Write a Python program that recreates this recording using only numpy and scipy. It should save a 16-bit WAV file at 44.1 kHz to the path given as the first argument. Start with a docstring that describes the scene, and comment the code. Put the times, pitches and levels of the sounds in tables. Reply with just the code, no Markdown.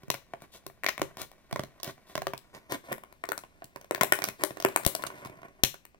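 """Stiff clear plastic packaging snaps as hands bend and pull it apart, close to the left of a stereo recorder.
Each snap is a buckling instability: a jolt excites a damped panel and a spray of tiny slips makes the treble.
Stick-slip friction, as random grains through resonances, makes the rubbing; fainter random ticks fill the gaps.
A small room answers with wall echoes and a short tail over quiet rumble and hiss.
Two hard snaps also puff air at the near microphone."""
import sys
import numpy as np
from scipy import signal
from scipy.fft import rfft, irfft
from scipy.io import wavfile
from scipy.ndimage import uniform_filter1d, map_coordinates

SR = 44100
rng = np.random.default_rng(int(sys.argv[2]) if len(sys.argv) > 2 else 0)


def to_wav(sig):
    """Store sig (one row per channel, or 1-D mono) as 16-bit WAV at the path in sys.argv[1].

    Samples outside -1..1 are clipped; the rate is SR.
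    """
    pcm = np.clip(np.atleast_2d(sig), -1, 1) * 32767
    pcm = np.round(pcm).astype(np.int16)
    wavfile.write(sys.argv[1], SR, pcm.T)  # frames by channels


N = 264159  # length [samples]
HZ = np.fft.rfftfreq(2048, 1 / SR)  # frequency grid of the filters [Hz]


def amp(db):
    """Decibel law: a level becomes an amplitude ratio."""
    return 10 ** (np.asarray(db) / 20)


def evened(x):
    """Root-mean-square normalisation: the mean power becomes one."""
    return x / np.sqrt(np.mean(x ** 2) + 1e-20)


def unit(x):
    """Energy normalisation: the sum of squares becomes one."""
    return x / np.linalg.norm(x)


def read(points, hz):
    """Logarithmic pitch scale: a curve is interpolated between its points along log frequency."""
    f, value = np.transpose(points)
    return np.interp(np.log(hz + 1), np.log(f + 1), value)


def causal(db):
    """Minimum phase: the Hilbert transform of log gain gives the response of least delay."""
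    log_gain = np.log(amp(np.maximum(db, -100)))
    circle = np.concatenate([log_gain, log_gain[-2:0:-1]])
    return np.fft.ifft(np.exp(np.conj(signal.hilbert(circle)))).real


def spray(chance, fade):
    """Spectral whitening: a burst of slips under the envelope fade, with no band left out."""
    for _ in range(3):
        spectrum = rfft(chance * fade)
        flat = irfft(spectrum / (abs(spectrum) + 1e-12), len(fade))
        chance = flat / (fade + .05)
    return unit(chance * fade)


# Resonances of the plastic shell: (frequency [Hz], width [Hz], height [dB])
SHELL_MODES = [(124.1, 13, 6.5), (381.7, 22, 5), (603, 310, 5), (1052, 400, 5), (1990, 940, 5),
               (3880, 650, 3), (9050, 3100, 3), (13400, 8400, 4)]


def shell_db():
    """Modal resonance: the shell's modes stand as bumps on a flat response."""
    return sum(db / (1 + (2 * (HZ - hz) / width) ** 2) for hz, width, db in SHELL_MODES)


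# Restless fingers on the plastic: (time [s], body level [dB], fizz level [dB])
RUBBING = [(0.0, -66.5, -71.5), (0.83, -72, -76.5), (1.07, -59, -71), (1.27, -68.5, -72.5),
           (3.85, -66.5, -74.5), (4.1, -52, -75), (4.42, -62.5, -65), (4.85, -48.5, -57.5),
           (5.37, -57, -72), (5.99, -83.5, -90.5)]
# Single strokes: (start [s], end [s], body level [dB], fizz level [dB])
STROKES = [(0.401, 0.466, -59.5, -64), (0.514, 0.595, -64.5, -50.5), (1.175, 1.257, -43, -42.5),
           (1.827, 1.935, -48.5, -46.5), (2.059, 2.168, -59, -57.5), (2.528, 2.603, -55, -58.5),
           (2.693, 2.773, -36, -41), (2.831, 2.912, -60, -62.5), (2.88, 2.96, -38.5, -60),
           (4.247, 4.317, -48.5, -44), (4.385, 4.457, -42.5, -55), (5.024, 5.033, -52, -43),
           (5.137, 5.256, -63, -62.5), (5.247, 5.283, -58, -52.5), (5.442, 5.469, -51.5, -69)]
# Spectrum of the rubbing body: (frequency [Hz], gain [dB])
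BODY_COLOUR = [(40, -33.5), (110, -5.5), (300, 1), (800, -3), (2300, -7), (3500, -22.5), (8000, -33.5)]


def rub():
    """Stick-slip friction: dense uneven slips ring the shell below and give dry fizz above."""
    s, body_db, fizz_db = np.transpose(RUBBING)
    t = np.arange(N) / SR
    body_gain = amp(np.interp(t, s, body_db))
    fizz_gain = amp(np.interp(t, s, fizz_db))
    for start, end, low_db, high_db in STROKES:
        progress = np.clip((t - start) / (end - start), 0, 1)
        stroke = np.sin(np.pi * progress ** 0.8) ** 1.56
        body_gain = body_gain + amp(low_db) * stroke
        fizz_gain = fizz_gain + amp(high_db) * stroke
    sizes = amp(4.14 * np.minimum(rng.exponential(1, N), 5))
    signs = rng.choice([-1., 1.], N)
    happens = rng.random(N) < 5000 / SR  # on average 5000 slips per second
    grains = evened(sizes * signs * happens) + 0.5 * rng.standard_normal(N)
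    body_filter = causal(read(BODY_COLOUR, HZ) + shell_db())[:1200]
    fizz_colour = [(1200, -38.0), (3500, 7.0), (8000, -3.0), (15500, -3.5), (16200, -23)]
    fizz_filter = causal(read(fizz_colour, HZ) + shell_db())[:1200]
    body = signal.oaconvolve(grains, body_filter)[:N]
    fizz = signal.oaconvolve(grains, fizz_filter)[:N]
    # the grip catches and slackens
    smooth = uniform_filter1d(rng.standard_normal(N), 500)
    lumps = evened(uniform_filter1d(smooth, 500))
    return amp(3.0 * lumps) * body_gain * evened(body) + fizz_gain * evened(fizz)


# Relative spectrum of the room noise: (frequency [Hz], density [dB per Hz])
AIR_COLOUR = [(12, -13), (20, -2.5), (79, -13), (124, -20), (195, -11.5), (237, -19), (1210, -32),
              (2510, -29), (3330, -38), (5830, -37.5), (6910, -40.5), (15200, -49.5), (16500, -59.5)]
# Likeness of the noise on the two sides: (frequency [Hz], correlation [0 to 1])
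AIR_LIKENESS = [(60, 0.3), (200, 0.32), (800, 0.78), (4000, 0.39)]
AIR_DB = -67  # mean level of both sides, before the left-right balance [dB]


def air():
    """Partially coherent noise: the quiet room's low rumble and hiss, alike on both sides by band."""
    frames, hz = N // 256 + 5, np.fft.rfftfreq(1024, 1 / SR)
    a, b, c, d = rng.standard_normal((frames, 513, 4)).T
    same = np.clip(read(AIR_LIKENESS, hz), -1, 1)[:, None]
    left = a + 1j * b
    right = same * left + np.sqrt(1 - same ** 2) * (c + 1j * d)
    spectra = np.array([left, right]) * amp(read(AIR_COLOUR, hz))[:, None]
    noise = signal.istft(spectra, nperseg=1024, noverlap=768)[1][:, :N]
    return amp(AIR_DB) * evened(noise)


# Decay of the tail: (frequency [Hz], time to fall 60 dB [s])
DECAY = [(100, 0.37), (400, 0.17), (1000, 0.2), (3000, 0.26), (8000, 0.24), (16000, 0.2)]
# Strength of the tail: (frequency [Hz], gain [dB])
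TAIL_COLOUR = [(50, -6), (130, 4.5), (250, -17.5), (380, 6), (600, -5), (1500, -3.5), (5000, -5),
               (16000, -1.5)]
# Early echoes before colouring: (delay [ms], left level [dB], right level [dB])
ECHOES = [(2.114, -4, 3.5), (10.22, -11.5, -4.5), (11.724, -11.5, -11), (13.346, -14, -19),
          (14.43, -14, -17.5), (19.76, -16, -13), (35.5, -23, -30.5)]
# Spectrum of the early echoes: (frequency [Hz], gain [dB])
ECHO_COLOUR = [(100, -19), (500, -8.5), (2000, -5.5), (8000, -6)]


def room(x):
    """Reverberation: rough wall echoes, and sparse taps of random sign whose bands decay exponentially."""
    taps = np.zeros((2, SR // 2))
    grid = np.arange(100, SR // 2 - 20, 20)
    at = grid + rng.integers(0, 20, (2, (SR // 2 - 101) // 20))
    np.put_along_axis(taps, at, rng.choice([-1., 1.], at.shape), 1)
    taps /= np.linalg.norm(taps[0, :SR // 20])
    # only near things answer before the walls
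    taps *= np.interp(np.arange(SR // 2) / SR, [.009, .011, .025], [.3, .6, .95])
    hz, t, spectra = signal.stft(taps, SR, nperseg=256)
    tail_db = -60 * t / read(DECAY, hz)[:, None] + read(TAIL_COLOUR, hz)[:, None]
    response = signal.istft(spectra * amp(tail_db), SR, nperseg=256)[1]
    echoes = np.zeros((2, 2048))
    for ms, left_db, right_db in ECHOES:
        at = round(ms * SR / 1000)
        smear = [spray(c, np.hanning(32)) for c in rng.standard_normal((2, 32))]
        echoes[:, at:at + 32] += amp([[left_db], [right_db]]) * smear
    echo_filter = causal(read(ECHO_COLOUR, HZ))[None]
    response[:, :2048] += signal.fftconvolve(echoes, echo_filter, axes=1)[:, :2048]
    return signal.oaconvolve(x, response, axes=1)[:, :N]


def snap(hz, thump_db, panel_db, crack_db, sizzle_db, pan_db, slip_ms, chance):
    """Buckling instability: one jolt rings the panel that buckled; a dying spray of slips makes the treble."""
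    t = np.arange(len(chance)) / SR
    thump_colour = [(15, -25.5), (60, 1), (150, 11), (400, -7.0), (2000, -76.5)]
    thump = unit(causal(read(thump_colour, HZ) + shell_db()))

    slope_db = read([(100, -36.5), (300, 0), (2500, -1), (4500, -15.5), (16000, -36.5)], HZ)
    # each bend leaves the lesser modes elsewhere
    slope_db += 3.25 * np.interp(HZ, np.geomspace(200, 5000, 30), chance[-30:])
    width = 38.0 + hz ** 2 / 8100.0  # small panels are damped harder [Hz]
    ring_db = 7.4 / (1 + ((HZ - hz) / width) ** 2)
    # a large panel radiates little above its own pitch, and a small one little below it
    ring_db -= 3.87 * np.log2(1 + (HZ / (1.35 * hz)) ** 2) / 2
    ring_db -= 1.3 * np.log2(1 + (0.51 * hz / (HZ + 1)) ** 2) / 2
    panel = unit(causal(slope_db + ring_db + shell_db()))

    fade = np.exp(-1000 * t / np.clip(slip_ms, .1, 8)) * np.minimum(t / .0003, 1)
    slips = spray(chance, fade)
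    # each crease has its own bands
    uneven_db = 3.17 * np.interp(HZ, np.geomspace(1500, 16000, 24), chance[-60:-36])
    crack_colour = [(1500, -14.5), (2800, 11), (6000, 12.5), (9000, -14.0)]
    sizzle_colour = [(4500, -27.5), (7500, 3.0), (16000, 3.5)]
    crack = unit(causal(read(crack_colour, HZ) + shell_db() + uneven_db))
    sizzle = unit(causal(read(sizzle_colour, HZ) + shell_db() + uneven_db))
    treble_filter = amp(crack_db) * crack + amp(sizzle_db) * sizzle
    treble = signal.fftconvolve(slips, treble_filter)[:len(panel)]

    # a flexing sheet may push one microphone and pull the other
    sides = np.array([[1], [np.sign(chance[0] + .4)]])
    return amp(thump_db) * sides * thump + amp([[0], [-pan_db]]) * (amp(panel_db) * panel + treble)


# Creases that let go, levels as they leave the plastic: (time [s], panel pitch [Hz], thump energy [dB],
# panel energy [dB], treble before its crack-sizzle tilt [dB], left over right in panel and treble [dB])
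SNAPS = [(0.0335, 396, -25, -27.5, -34.5, -1.5), (0.082, 480.0, -17, -28.0, -38, 4),
         (0.102, 945, -15.5, 1, 0.6, 5.5), (0.1419, 765, -32.0, -9.5, -13.5, 5),
         (0.149, 2150, -25, -16.5, -29, 0.5), (0.3363, 705, -27, -9, -32, 1.5),
         (0.4046, 1940, -36, -38, -46, 1), (0.4207, 462, -27.5, -22.5, -29.5, 3),
         (0.6653, 362, -19.5, -15.5, -17, 3), (0.6995, 706, -36, -23, -48.0, 5),
         (0.8356, 2140, -29, -4.5, -19, 21), (0.8439, 2140, -20, -8.5, -17, -4.5),
         (0.864, 2230.0, -25, 4.5, -5.5, 5.5), (0.8867, 2310.0, -27, 0.5, -7, 2.5),
         (0.8914, 2050.0, -37, -2, -5, 7.5), (0.979, 2320, -35, -9, -19.0, 4.5),
         (0.996, 248, -18, -13, -24, 3), (1.0172, 353, -7, 2.5, -8.5, 2.5),
         (1.1703, 950.0, -26, -17.0, -20.5, 3), (1.2164, 1270.0, -17, -20, -11, 23),
         (1.316, 814, -42, -26.5, -32, 4.0), (1.5116, 530, -39, -19.5, -30, -3.0),
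         (1.5273, 734, -4.5, -10.5, -16.5, -1.5), (1.56, 553.0, -26, -5.0, -17.5, -1),
         (1.5943, 617, -9.5, -6, -15.5, -1.5), (1.6357, 610.0, -17.5, -15.5, -20.5, 0),
         (1.8002, 1120, -35, -33.5, -33.5, -10.5), (1.8319, 616.0, -39, -21, -9.5, -2),
         (1.8451, 417.0, -35, -24.0, -13, 13.0), (1.8681, 424, -30.5, -30, -42, -11),
         (1.876, 613, -15, -24, -26, -8), (2.0973, 715, -55, -30, -36, -4),
         (2.1538, 620.0, -17.5, -8, -12.25, -4.5), (2.178, 600, -10.5, -4.5, -14.5, 4.5),
         (2.2194, 670, -15, -11.5, -19.5, -4.5), (2.2693, 550, -11.0, 0.5, -12.0, 4.5),
         (2.3354, 1000, -19, -7.5, -20.75, 0), (2.3777, 730, -40.0, -30, -18.25, 10),
         (2.5486, 445, -27.5, -33.5, -35, -14), (2.722, 324, -17, -1.5, -10, 14),
         (2.9163, 596, -30, -12, -42, -5.5), (2.9221, 460, -18.5, -9.5, -18, -1),
         (2.9278, 1900, -25.5, -5.5, -13, 8), (2.9814, 634, -35, -19.5, -33, 4),
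         (3.0366, 1130, -51, -18.5, -33.5, 3), (3.1261, 840, -44, -24, -32.5, 11),
         (3.2388, 1300, -35, -3.5, -25.5, 6.5), (3.2545, 410.0, -39.0, -30, -26, 15.0),
         (3.2892, 480, -28.5, -10.5, -15.5, -5.5), (3.3192, 1430, -31, 1.5, -13, 8.5),
         (3.3778, 1200, -32, -12.5, -12.5, 1.5), (3.437, 840, -37, -20.5, -40, -0.5),
         (3.6212, 660.0, -44.0, -16.5, -54, 0.5), (3.643, 510.0, -30, -33, -24, -7),
         (3.7602, 1000.0, -28.5, -17.5, -27, -6), (3.8128, 790.0, -39.0, -27.0, -28.0, 3.0),
         (3.8448, 600.0, -57, -25.5, -34.5, 0.5), (3.91, 517, -25.5, 3, -11.5, 3.5),
         (3.9479, 1750, -25, -1.5, -7.5, 6), (3.9788, 620, -39.0, -17.5, -31, -3),
         (4.011, 2030.0, -7.0, 10, -0.25, 10), (4.0157, 990.0, -11.5, 4, -7.5, 10),
         (4.0336, 675, -23.5, 3.5, 0.5, 2.5), (4.1227, 1940, -20.0, 12.5, 5.5, 4.5),
         (4.1536, 1100.0, -36.5, -16.5, -17.5, -2), (4.189, 808, -45.0, -5.0, -15.5, 5),
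         (4.22, 2040, -23, -10, -15.5, -7.5), (4.2404, 1670.0, -28, -8.5, -3.0, -6),
         (4.2871, 2100, -21, -6, -11.25, 6), (4.411, 960.0, -42, -15, -33, 31),
         (4.4186, 900.0, -22, -33, -30.5, -7), (4.4367, 369, -19.0, 7, 2, 12),
         (4.507, 320, -21.5, -12.5, -27, 1.0), (4.571, 520, -37, -19.5, -30, -9),
         (4.601, 674, -42, -11, -14, 0.5), (4.6243, 1200.0, -32, -13, -13.25, 5.5),
         (4.6491, 418, -9.5, 10.5, -5, 2.5), (4.6861, 540, -33, -11.0, -19.5, 2.0),
         (4.7613, 1140, -22, 8, -0.5, 4.5), (4.8352, 1460.0, -25, -18, -24, 6),
         (4.8498, 2200.0, -22, -6, -6.25, 13), (4.864, 583, -12.5, 3, 7.5, 7),
         (4.9505, 650, -21, -5, -3.5, 3.5), (5.0229, 900, -45, -15.0, -20.5, 20),
         (5.038, 1400, -28.0, -1, -18, 14), (5.0663, 1010, -34, -24, -17, -10),
         (5.0698, 1170, -27, -24, -19.5, -10), (5.1025, 1030, -47.0, -15.5, -55.0, -1.0),
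         (5.2493, 1110, -33, -25, -29, -9.5), (5.2578, 1030, -18, -14.5, -31, 23),
         (5.2975, 380.0, -25.5, -21, -36.5, 0.5), (5.3714, 550, -30.5, -36, -45, -5),
         (5.4179, 1080, -35, -31, -42, -5), (5.4316, 1120, -40, -20.5, -46.5, -1.0),
         (5.4835, 1030, -40.5, -32.5, -44, -3), (5.6357, 2220.0, -5, 3.5, 11, 5.5),
         (5.7426, 1550.0, -45, -21, -27, -2.5), (5.8526, 2450.0, -47.5, -24, -28, 5.0),
         (5.9458, 713.0, -57, -31.5, -48.5, 0)]
SLIP_MS, SLIP_SPREAD = .8, .3  # median decay of a crease's slips [ms], and its deviation [log]
# sizzle over crack [dB]; it grows with the extra path, as the hands move towards the near microphone [dB per ms]
SIZZLE_DB, SIZZLE_DB_PER_MS = 0.5, 29.5
SIZZLE_SPREAD_DB = 3  # no two creases are equally bright [dB]


def snaps():
    """Superposition: every snap and tick adds up, as it leaves towards the left and right microphone."""
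    out = np.zeros((2, N + 4000))
    chance = rng.standard_normal((len(SNAPS) + 60, 512))
    for (s, hz, thump_db, panel_db, treble_db, pan_db), c in zip(list(SNAPS) + ticks(), chance):
        path_ms = np.interp(s, *np.transpose(EXTRA_PATH))
        tilt_db = SIZZLE_DB + SIZZLE_DB_PER_MS * path_ms + SIZZLE_SPREAD_DB * c[2]
        crack_db, sizzle_db = treble_db - tilt_db / 2, treble_db + tilt_db / 2
        slip_ms = SLIP_MS * np.exp(SLIP_SPREAD * c[1])
        sound = snap(hz, thump_db, panel_db, crack_db, sizzle_db, pan_db, slip_ms, c)
        at = max(round(s * SR), 0)
        out[:, at:at + sound.shape[1]] += sound
    return out[:, :N]


TICKS_PER_S, TICK_LOW_HZ, TICK_HIGH_HZ = 5.2, 400, 1296  # mean rate and range of panel pitch
TICK_DB, TICK_SPREAD_DB = 28, 6  # panel above the rubbing body, and the most it strays either way [dB]
TICK_THUMP_DB, TICK_TREBLE_DB = -6.5, -12  # against the panel [dB]


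def ticks():
    """Poisson process: faint snaps at random gaps, as strong as the fingers are restless."""
    s, body_db, _ = np.transpose(RUBBING)
    draw = rng.random((60, 4))
    when = np.cumsum(-np.log(1 - draw[:, 0]) / TICKS_PER_S)
    db = np.interp(when, s, body_db) + TICK_DB + 2 * TICK_SPREAD_DB * (draw[:, 1] - .5)
    hz = TICK_LOW_HZ * (TICK_HIGH_HZ / TICK_LOW_HZ) ** draw[:, 2]
    pan_db = 14 * (draw[:, 3] - .5)
    rows = np.transpose([when, hz, db + TICK_THUMP_DB, db, db + TICK_TREBLE_DB, pan_db])
    return list(rows[when < N / SR])


# Air from the hardest snaps: (time [s], direction [sign], time constant [ms], approximate peak [dB])
PUFFS = [(4.865, 1, 1.5, -12), (5.6355, -1, 1.16, -9.5)]


def puffs():
    """Damped displacement: each puff pushes the near membrane one way, and it swings slowly back."""
    t, out = np.arange(N) / SR, np.zeros(N)
    for s, direction, ms, db in PUFFS:
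        u = np.maximum(t - s, 0) * 1000 / ms
        out += np.sign(direction) * amp(db) * 2 * u * (2 - u) * np.exp(-u)
    return out


# Extra path to the far microphone as the hands move left: (time [s], delay [ms])
EXTRA_PATH = [(0, 0.045), (2.3, 0.036), (2.8, 0.19), (5.99, 0.19)]
# How much weaker the far microphone hears: (frequency [Hz], loss [dB])
SHADOW = [(60, -3), (400, -1.5), (2400, 3), (4400, 4.5), (6500, 2.5), (8100, 12), (11000, 15.5),
          (15000, 25.5)]


def far_microphone(right):
    """Path difference and acoustic shadow: sound arrives later, shaded by the recorder's body."""
    lag = np.interp(np.arange(N) / SR, *np.transpose(EXTRA_PATH)) * SR / 1000
    late = map_coordinates(right, [np.arange(N) - lag], order=3)
    return signal.oaconvolve(late, causal(-read(SHADOW, HZ))[:1024])[:N]


def scene():
    """Superposition: plastic, room and air reach both microphones; puffs strike only the near left one."""
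    plastic = snaps() + rub()
    left, right = plastic + room(plastic) + amp([[2.], [0.]]) * air()
    return np.array([left + puffs(), far_microphone(right)])


def record(dry):
    """Saturation, then band limiting: the hardest snaps squeeze against the ceiling of the input."""
    squeezed = .95 * np.tanh(dry / .95)
    low_pass = signal.firwin(255, 16400, window=("kaiser", 9), fs=SR)  # edge at 16400 Hz
    return signal.oaconvolve(squeezed, low_pass[None], "same")


dry = scene()
out = record(dry)
to_wav(out)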